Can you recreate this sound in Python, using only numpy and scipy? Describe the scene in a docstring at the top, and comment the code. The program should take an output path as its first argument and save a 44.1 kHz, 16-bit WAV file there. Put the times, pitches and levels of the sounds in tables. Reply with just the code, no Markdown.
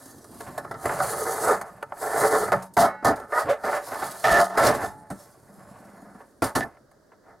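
"""First come faint rubbing and light knocks: a sheet-metal case is being worked loose on a workbench.
Then it is pulled off its chassis (the inner frame) in jerks. Metal grinds on metal in tiny slips that
ring the panels, hiss and shake the bench. An edge squeaks; the chassis is dragged and dropped.
A small quiet room answers, and a nearby camera's limiter holds down the loudest jerks."""
import sys
import numpy as np
from scipy import signal
from scipy.fft import rfft, irfft
from scipy.io import wavfile
from scipy.ndimage import uniform_filter1d, minimum_filter1d

SR = 44100
rng = np.random.default_rng(int(sys.argv[2]) if len(sys.argv) > 2 else 0)


def master_out(mix):
    """Clip the mix to full scale and print it as 16-bit PCM to the path in sys.argv[1]."""
    frames = np.transpose(np.atleast_2d(mix))
    ceiling = np.clip(frames, -1, 1)
    pcm = np.round(ceiling * 32767).astype(np.int16)
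    wavfile.write(sys.argv[1], SR, pcm)


N = 326340

# Hiss and thrum (the bench's low hum) offsets are added to the grinding level of the same row.
# faint rubbing of hands, screwdriver and chassis
# (time [s], grinding [dB], hiss offset [dB], thrum offset [dB])
HANDLING = [(0, -50.5, -2.5, -1.5), (0.301, -56.5, -2, 2.5), (0.42, -45, -5, 1), (0.789, -46, -24, 0.5),
            (1.68, -40.5, -20.5, -8), (1.88, -54, -20, -0.5), (2.56, -29.5, -21.5, -7.5),
            (2.72, -67.5, -11, 9), (3.251, -43.5, -39, -22), (3.8, -58, -6, -15), (4.88, -43, -20, -2),
            (5.08, -55.5, -16, 0), (5.2, -45.5, -9, -19), (5.4, -59, -8.5, 1.5), (5.6, -49.5, -14.5, -2.5),
            (6.2, -50, -18.5, -6), (6.3, -65.5, -6, 7), (6.75, -67.5, -12, 5), (7.4, -82, -17, -4)]
# edges knocking (time [s], grinding [dB], hiss offset [dB], time to fade 60 dB [s])
KNOCKS = [(0.055, -37, -8, 0.078), (0.242, -38, -8.5, 0.043), (0.405, -26.5, -13, 0.048),
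          (0.464, -33, -24, 0.19), (0.577, -22.5, -16, 0.078), (0.646, -26, -42, 0.048),
          (0.711, -21, -27.5, 0.079), (0.74, -27.5, -62, 0.096), (0.855, -13.5, -15, 0.04),
          (0.867, -18, -30, 0.038), (0.893, -15, -44, 0.06), (1.001, -15.5, -41, 0.046),
          (1.612, -18.5, -18.5, 0.064), (1.826, -19.5, -24, 0.034), (1.921, -22.5, -46, 0.023),
          (1.967, -35, -27, 0.085), (2.519, -8, -22.5, 0.085), (2.533, -21.5, -36, 0.094),
          (3.199, -21.5, -24, 0.028), (3.918, -23, -28, 0.065), (4.02, -19.5, -23, 0.11),
          (4.667, -10, -9.5, 0.06), (6.203, -40.5, -33, 0.12), (6.439, -19.5, -10.5, 0.16),
          (6.457, -22, -19, 0.17), (6.607, -21.5, -25, 0.022), (6.769, -41, -40, 0.035),
          (6.912, -42, -18, 0.044), (7.118, -42.5, -45, 0.087)]
KNOCK_THRUM_OFFSET_DB = -22
# smooth pulls (time at full strength [s], hold [s], grinding [dB], hiss offset [dB], thrum offset [dB])
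SLIDES = [(0.846, 0.23, -29, -14, -8), (1.02, 0.46, -28, -10, -23), (1.438, 0.099, -18.5, -21.5, -38.5),
          (2.026, 0.18, -26, -14, -37), (2.176, 0.088, -19, -15.5, -22.5), (2.28, 0.16, -25, -11.5, -41),
          (2.327, 0.027, -18, -34.5, -51), (2.56, 0.051, -36.5, -36, -20), (3.14, 0.093, -36, -28, -11),
          (3.362, 0.047, -26.5, -14, -37), (3.494, 0.0079, -22.5, -46, -16), (3.67, 0.094, -24, -19.5, -24),
          (3.84, 0.41, -38.5, -7, -20), (3.932, 0.047, -29.5, -14.5, -23), (4.04, 0.051, -31.5, -16, -17),
          (4.32, 0.09, -18.5, -17, -20.5), (4.48, 0.049, -32.5, -35.5, -38.5),
          (4.633, 0.055, -13, -18, -13.5), (4.749, 0.0042, -22.5, -16.5, -10),
          (4.838, 0.0038, -24.5, -15.5, -5), (7.295, 0.023, -46.5, -32, -11)]
SLIDE_RISE_DB_S, SLIDE_FALL_DB_S = 301, 271
# short bright scuffs of an edge (time [s], hiss [dB])
SCUFFS = [(1.204, -40.5), (2.622, -41), (2.737, -50), (2.804, -41), (3.157, -43), (3.501, -42),
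          (4.039, -36.5), (4.398, -29), (4.441, -34.5)]
SCUFF_FADE_S = 0.14
# the metal grabs, drags and lets go
# (time [s], hold [s], grinding [dB], hiss offset [dB], thrum offset [dB], fall [dB/s])
JERKS = [(2.767, 0.065, -11.5, -17, -15, 256), (3.024, .016, -34.5, -36, -4, 402),
         (3.045, 0.032, -12, -18.5, -11, 334), (3.32, 0.0099, -24, -54, -42.5, 196),
         (3.635, 0.0066, -17.5, -41, -25.5, 310), (4.24, 0.11, -20, -20.5, -24.5, 170.5),
         (4.573, 0.014, -15.5, -15, -25, 204), (5.101, 0.0037, -35.5, -10, 6, 258),
         (6.42, 0.0046, -14, -16, -2.5, 354), (6.551, 0.0054, -18, -11.5, -3.5, 208)]
GRAB_S, JERK_HISS_FADE_DB_S = 0.0023, 126
# tone of the grinding (frequency [Hz], gain [dB])
GRIND_TONE = [(88, -23.5), (150, -31.5), (324, -19), (689, -1.5), (1100, -5.5), (1800, -11.5), (2370, -21),
              (4000, -35.5), (5200, -36.5), (8800, -120)]
# resonances of the case, damped by the hand (frequency [Hz], width [Hz], gain [dB])
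SHELL = [(439, 36, 2), (579, 41.6, 9), (685.5, 27, 7.5), (838, 1.9, -16), (919, 5, 0), (1134, 164, -3.5),
         (1249.7, 46.2, 8.5), (1450, 700, -26), (1766, 41.4, 2), (2016, 92, -12.5)]
# notes of the freely ringing panels (frequency [Hz], gain [dB], time to fade 60 dB [s])
PANELS = [(188, -8, .85), (382, -19, .37), (684, -7, .15), (759, -1, .22), (829, -7, .23), (856, -14, 1.),
          (1260, -14, .2), (1330, -8, .24), (1480, -20, 1.5), (1717, -17, .51), (1938, -21, .71),
          (2180, -21, .55), (2692, -44, 1.5), (3090, -41, .47), (3935, -36, .6), (4436, -38, .45)]
# the contact spot lifts some resonances and mutes others
# (start [s], end [s], frequency [Hz], boost [dB])
CONTACT_BOOSTS = [(.85, .89, 250, 12), (.998, 1.03, 1300, 9), (.998, 1.04, 440, -15), (1.1, 1.56, 436, 10),
                  (.95, 2.7, 251, -8), (2., 2.46, 436, 10), (2.775, 2.89, 700, 12), (3.044, 3.12, 686, 9),
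                  (3.49, 3.58, 581, 9), (4.24, 4.42, 33, 15.5), (4.24, 4.56, 684, 13), (4.24, 4.4, 1750, 9),
                  (4.24, 4.38, 1265, 5), (4.24, 4.42, 3000, 12), (4.6, 4.78, 575, 5), (0.75, 2.5, 5480, -9),
                  (6.605, 6.64, 1750, 15.5), (6.55, 6.72, 245, 7), (5.9, 6.7, 117, -10),
                  (.998, 1.03, 745, 8)]
# tone of the hiss (frequency [Hz], gain [dB])
HISS_TONE = [(1530, -18), (2600, -14), (3520, -9.5), (4460, -2.5), (5780, -3.5), (9540, 2.5), (12200, -1.5),
             (14200, -8.5), (16000, -10)]
# resonances of the bench top and chassis floor (frequency [Hz], width [Hz], gain [dB])
THRUM = [(33, 46, -20.5), (67.4, 8.7, -15.5), (119, 42, -5), (195.5, 21.3, -1), (256, 126, -6)]
# tone of the room's background noise (frequency [Hz], gain [dB])
AIR_TONE = [(15, -58), (25, -12), (451, -9.5), (607, -6), (734, -21), (1700, -18), (2480, -43.5),
            (4740, -29.5), (16000, -42.5)]
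AIR_DB, ROOM_DB, ROOM_FADE_S = -61, -14, 0.032
# the hand lets the case ring (start [s], end [s], level [dB], freest frequency [Hz], spread [octaves])
LET_GO = [(2.53, 2.72, -27.5, 188, .3), (2.849, 3.035, -21, 2160, 2.96), (4.40, 4.603, -28.5, 188, .3),
          (4.72, 5.103, -18.5, 856, .05)]
# squeaks of an edge (start [s], end [s], first slip rate [Hz], last slip rate [Hz], level [dB])
SQUEAKS = [(3.322, 3.357, 589, 620, -26.5), (3.341, 3.407, 498, 486, -22.5),
           (3.395, 3.454, 648, 600, -32.5)]
# resonances rung by one hop of the chassis (frequency [Hz], width [Hz], gain [dB])
HOP = [(197, 20, 6), (573, 39, -20)]
LIMIT, TREBLE_CUT_HZ = .39, 15900


def undb(db):
    """Turn decibels into a gain to multiply by."""
    return np.exp(np.asarray(db) * np.log(10) / 20)


def level(x, db):
    """Set the average (rms) level of a signal."""
    return x * undb(db) / np.sqrt(np.mean(x ** 2))


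def walk(rate):
    """Random values drawn rate times a second and joined by lines."""
    return np.interp(np.arange(N) * rate / SR, np.arange(1000), rng.standard_normal(1000))


def cut(x, hz, keep="low"):
    """Keep the low or the high side of hz, with a gentle slope."""
    return signal.sosfilt(signal.butter(2, hz, keep, fs=SR, output="sos"), x)


def colour(x, tone):
    """Filter a signal to follow a tone table."""
    hz, db = np.transpose(tone)
    grid_hz = np.maximum(np.fft.rfftfreq(4096, 1 / SR), 1)
    cepstrum = irfft(np.interp(np.log(grid_hz), np.log(hz), db) * np.log(10) / 20)
    cepstrum[1:2048] *= 2  # folded so that nothing rings before its cause
    cepstrum[2049:] = 0
    return signal.oaconvolve(x, irfft(np.exp(rfft(cepstrum))))[:N]


def mode(x, hz, width):
    """One resonance, with gain 1 at its centre."""
    r = np.exp(-np.pi * width / SR)
    return signal.lfilter([1 - r, 0, r - 1], [1, -2 * r * np.cos(2 * np.pi * hz / SR), r * r], x)


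def contact_boost(hz):
    """Boost in dB over time for a resonance at hz; each reaches a tenth of an octave either way."""
    db = np.zeros(N)
    for start, end, centre, boost_db in CONTACT_BOOSTS:
        db[int(start * SR):int(end * SR)] += boost_db * np.exp(-(10 * np.log2(hz / centre)) ** 2)
    return db


def resonate(push, table, wander_db, rate):
    """The contact spot travels, so each resonance is driven now more, now less."""
    out = np.zeros(N)
    for k, (hz, width, db) in enumerate(table):
        reach = undb(wander_db * walk(rate) + contact_boost(hz))
        out += (-1) ** k * undb(db) * mode(push * reach, hz, width)
    return out


def drive(body, push, force):
    """Send push times force through the filter body; a steady force of 1 gives an rms near 1."""
    steady = body(push)
    return body(push * force) / np.std(steady)


def grit(rate, scatter_db):
    """Tiny slips: about rate random clicks a second; scatter_db makes their sizes uneven."""
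    chance, size, sign = rng.random((3, N))
    clicks = (chance < rate / SR) * np.sign(sign - .5) * undb(-scatter_db * np.log(size + 1e-4))
    return level(clicks, 0)


def blow(start, fade_s):
    """The samples a blow covers and its power: a quick rise, then 60 dB down in fade_s."""
    first = int(start * SR)
    age = np.arange(min(N - first, SR // 4)) / SR
    power = np.exp(-2 * np.log(1000) * age / fade_s) * np.minimum(1, age / 0.0013)
    return slice(first, first + len(age)), power


def effort():
    """Strength of grinding, hiss and thrum over time: all the movements add their power."""
    t = np.arange(N) / SR
    times, db, hiss_db, thrum_db = np.transpose(HANDLING)
    power = np.array([undb(2 * np.interp(t, times, db + offset)) for offset in (0, hiss_db, thrum_db)])
    for start, db, hiss_db, fade_s in KNOCKS:
        span, shape = blow(start, fade_s)
        power[:, span] += undb(2 * (db + np.vstack([0, hiss_db, KNOCK_THRUM_OFFSET_DB]))) * shape
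    for start, hold, db, hiss_db, thrum_db in SLIDES:
        span = slice(int(max(start - .3, 0) * SR), int((start + hold + .3) * SR))
        rise_db = SLIDE_RISE_DB_S * np.maximum(start - t[span], 0)
        fall_db = SLIDE_FALL_DB_S * np.maximum(t[span] - start - hold, 0)
        power[:, span] += undb(2 * (db - rise_db - fall_db + np.vstack([0, hiss_db, thrum_db])))
    for start, db in SCUFFS:
        span, shape = blow(start, SCUFF_FADE_S)
        power[1, span] += undb(2 * db) * shape  # hiss only
    age = t[:int(.4 * SR)]
    for start, hold, db, hiss_db, thrum_db, fall_db_s in JERKS:
        grind_db = db - fall_db_s * np.maximum(age - hold, 0)
        hiss_fade_db = JERK_HISS_FADE_DB_S * np.maximum(age - hold / 2, 0)
        layers_db = np.array([grind_db, grind_db + hiss_db - hiss_fade_db, grind_db + thrum_db])
        power[:, int(start * SR):][:, :len(age)] += undb(2 * layers_db) * np.minimum(1, age / GRAB_S)
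    return np.sqrt(power)


def grind(force):
    """Slips shake the hand-damped case and its many small resonances."""
    slips = grit(2500, scatter_db=0) * undb(2.8 * walk(45))  # the rub catches and lets go
    knock_s, knock_db = np.transpose(KNOCKS)[:2]
    # each knock opens with one big click, harder when loud
    slips[(knock_s * SR).astype(int) + SR // 800] = undb(24.5 + 0.49 * knock_db)
    held = [(hz, 24, db / 2) for hz, db, _ in PANELS if 300 < hz < 1800]  # the grip silences the rest
    dense = drive(lambda x: colour(x, GRIND_TONE), slips, force)
    shell = drive(lambda x: resonate(x, SHELL, wander_db=2.2, rate=8), slips, force)
    panels = drive(lambda x: resonate(x, held, wander_db=-0.5, rate=2), slips, force)
    return undb(-7) * dense + undb(-2.5) * shell + undb(-9) * panels


def hiss(force, grind_force):
    """Fine roughness wakes many high resonances; heavy grinding sounds coarser, light sliding finer."""
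    flutter = force * undb(1.92 * walk(60))
    high_hz = np.geomspace(2700, 14500, 44) * undb(.1 * rng.standard_normal(44))
    high_modes = [(hz, 110, 0) for hz in high_hz]
    smooth, side = (drive(lambda x: colour(x, HISS_TONE), grit(9000, scatter_db=2.5), flutter)
                    for _ in range(2))
    ringing = drive(lambda x: colour(resonate(x, high_modes, wander_db=4, rate=9), HISS_TONE),
                    grit(9000, scatter_db=2.5), flutter)
    mid = undb(-3.5) * smooth + undb(-2) * ringing
    coarseness = np.clip((grind_force / undb(-45.5)) ** 0.19, .4, 2.5) * undb(contact_boost(5500))
    return mid + (coarseness - 1) * cut(mid, 6000), undb(-2.5) * cut(side, 11000, "high")


def bench_thrum(force):
    """Weight shifting on the feet shakes the bench; the lowest shudder differs left and right."""
    mid, side = (drive(lambda x: resonate(x, THRUM, wander_db=3, rate=5.8),
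                       grit(900, scatter_db=1.7) * undb(2.86 * walk(18)), force) for _ in range(2))
    return cut(mid, 500), undb(-12) * cut(side, 160)


def room_echo(x):
    """The room returns a fading cloud of echoes, different at each microphone."""
    age = np.arange(SR // 2) / SR
    cloud = rng.standard_normal((2, len(age))) * np.exp(-np.log(1000) * age / ROOM_FADE_S) * (age > .004)
    cloud /= np.sqrt(np.sum(cloud ** 2, axis=1, keepdims=True))
    return undb(ROOM_DB) * signal.oaconvolve(x[None], cloud)[:, :N]


def room_air():
    """Quiet, nearly steady background noise, mostly alike left and right."""
    mid, side = (colour(rng.standard_normal(N), AIR_TONE) for _ in range(2))
    return level(mid + 0.51 * np.array([side, -side]), AIR_DB) * undb(walk(1.93))


def panel_ring():
    """Free panels sing on after a jerk until the hand closes on them again."""
    out = np.zeros(N)
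    hz, db, fade_s = np.transpose(PANELS)[:, :, None]
    for start, end, ring_db, free_hz, spread in LET_GO:
        age = np.arange(int((end - start) * SR)) / SR
        gain = undb(ring_db + db - 10 * (np.log2(hz / free_hz) / spread) ** 2)
        decay = np.exp(-np.log(1000) * age / fade_s)
        tones = gain * decay * np.sin(2 * np.pi * (hz * age + rng.random(hz.shape)))
        hand_open = np.minimum(1, np.minimum(age / 0.008, (age[-1] - age) / 0.0022))
        out[int(start * SR):][:len(age)] += tones.sum(axis=0) * hand_open
    return out


def squeak():
    """An edge sticks and slips at a nearly even rate: a wavering note, coloured by the case."""
    out = np.zeros(N)
    harmonic = np.arange(1, 5)[:, None]
    for start, end, from_hz, to_hz, db in SQUEAKS:
        count = int((end - start) * SR)
        hz = np.linspace(from_hz, to_hz, count) * (1 + 0.028 * walk(215)[:count])
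        phase = 2 * np.pi * np.cumsum(hz) / SR
        gain = np.sqrt(harmonic) * (harmonic * from_hz < 2100)  # only harmonics below about 2100 Hz
        tones = gain * np.sin(harmonic * phase + harmonic ** 2)
        note = colour(tones.sum(axis=0), GRIND_TONE)[:count]
        swell = np.sqrt(np.hanning(count)) * undb(2.4 * walk(99)[:count])
        out[int(start * SR):][:count] += level(note, db) * swell
    return out


def judder(start=5.493, end=6.2, hops_per_s=22.5, db=-52.5):
    """The dragged chassis hops on its feet: nearly even soft bumps, each of its own size."""
    times = np.arange(start, end, 1 / hops_per_s)
    late, size = rng.standard_normal((100, 2))[:len(times)].T
    hops = np.zeros(N)
    hops[((times + .004 * late) * SR).astype(int)] = undb(3 * size)
    bumps = sum(undb(hop_db) * mode(mode(hops, hz, width), hz, hz) * hz / width
                for hz, width, hop_db in HOP)
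    return bumps * undb(db) / np.std(bumps[int(start * SR):int(end * SR)])


def scene():
    """Mix in stereo: mid goes to both ears, side is added on the left and taken away on the right."""
    grind_force, hiss_force, thrum_force = effort()
    hiss_mid, hiss_side = hiss(hiss_force, grind_force)
    thrum_mid, thrum_side = bench_thrum(thrum_force)
    mid = grind(grind_force) + panel_ring() + squeak() + judder() + thrum_mid + hiss_mid
    side = hiss_side + thrum_side
    stereo = np.array([mid + side, mid - side]) + room_echo(mid) + room_air()
    return stereo * undb([[-.55], [.55]])  # a little louder on the right


def record(dry):
    """A limiter turns the sound down around peaks above LIMIT; then the highest treble is cut."""
    peak = -minimum_filter1d(-np.abs(dry).max(axis=0), size=100)
    gain = uniform_filter1d(np.minimum(1, LIMIT / (peak + 1e-9)), size=50)
    return signal.sosfilt(signal.ellip(10, .2, 80, TREBLE_CUT_HZ, fs=SR, output="sos"), dry * gain)


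dry = scene()
out = record(dry)
master_out(out)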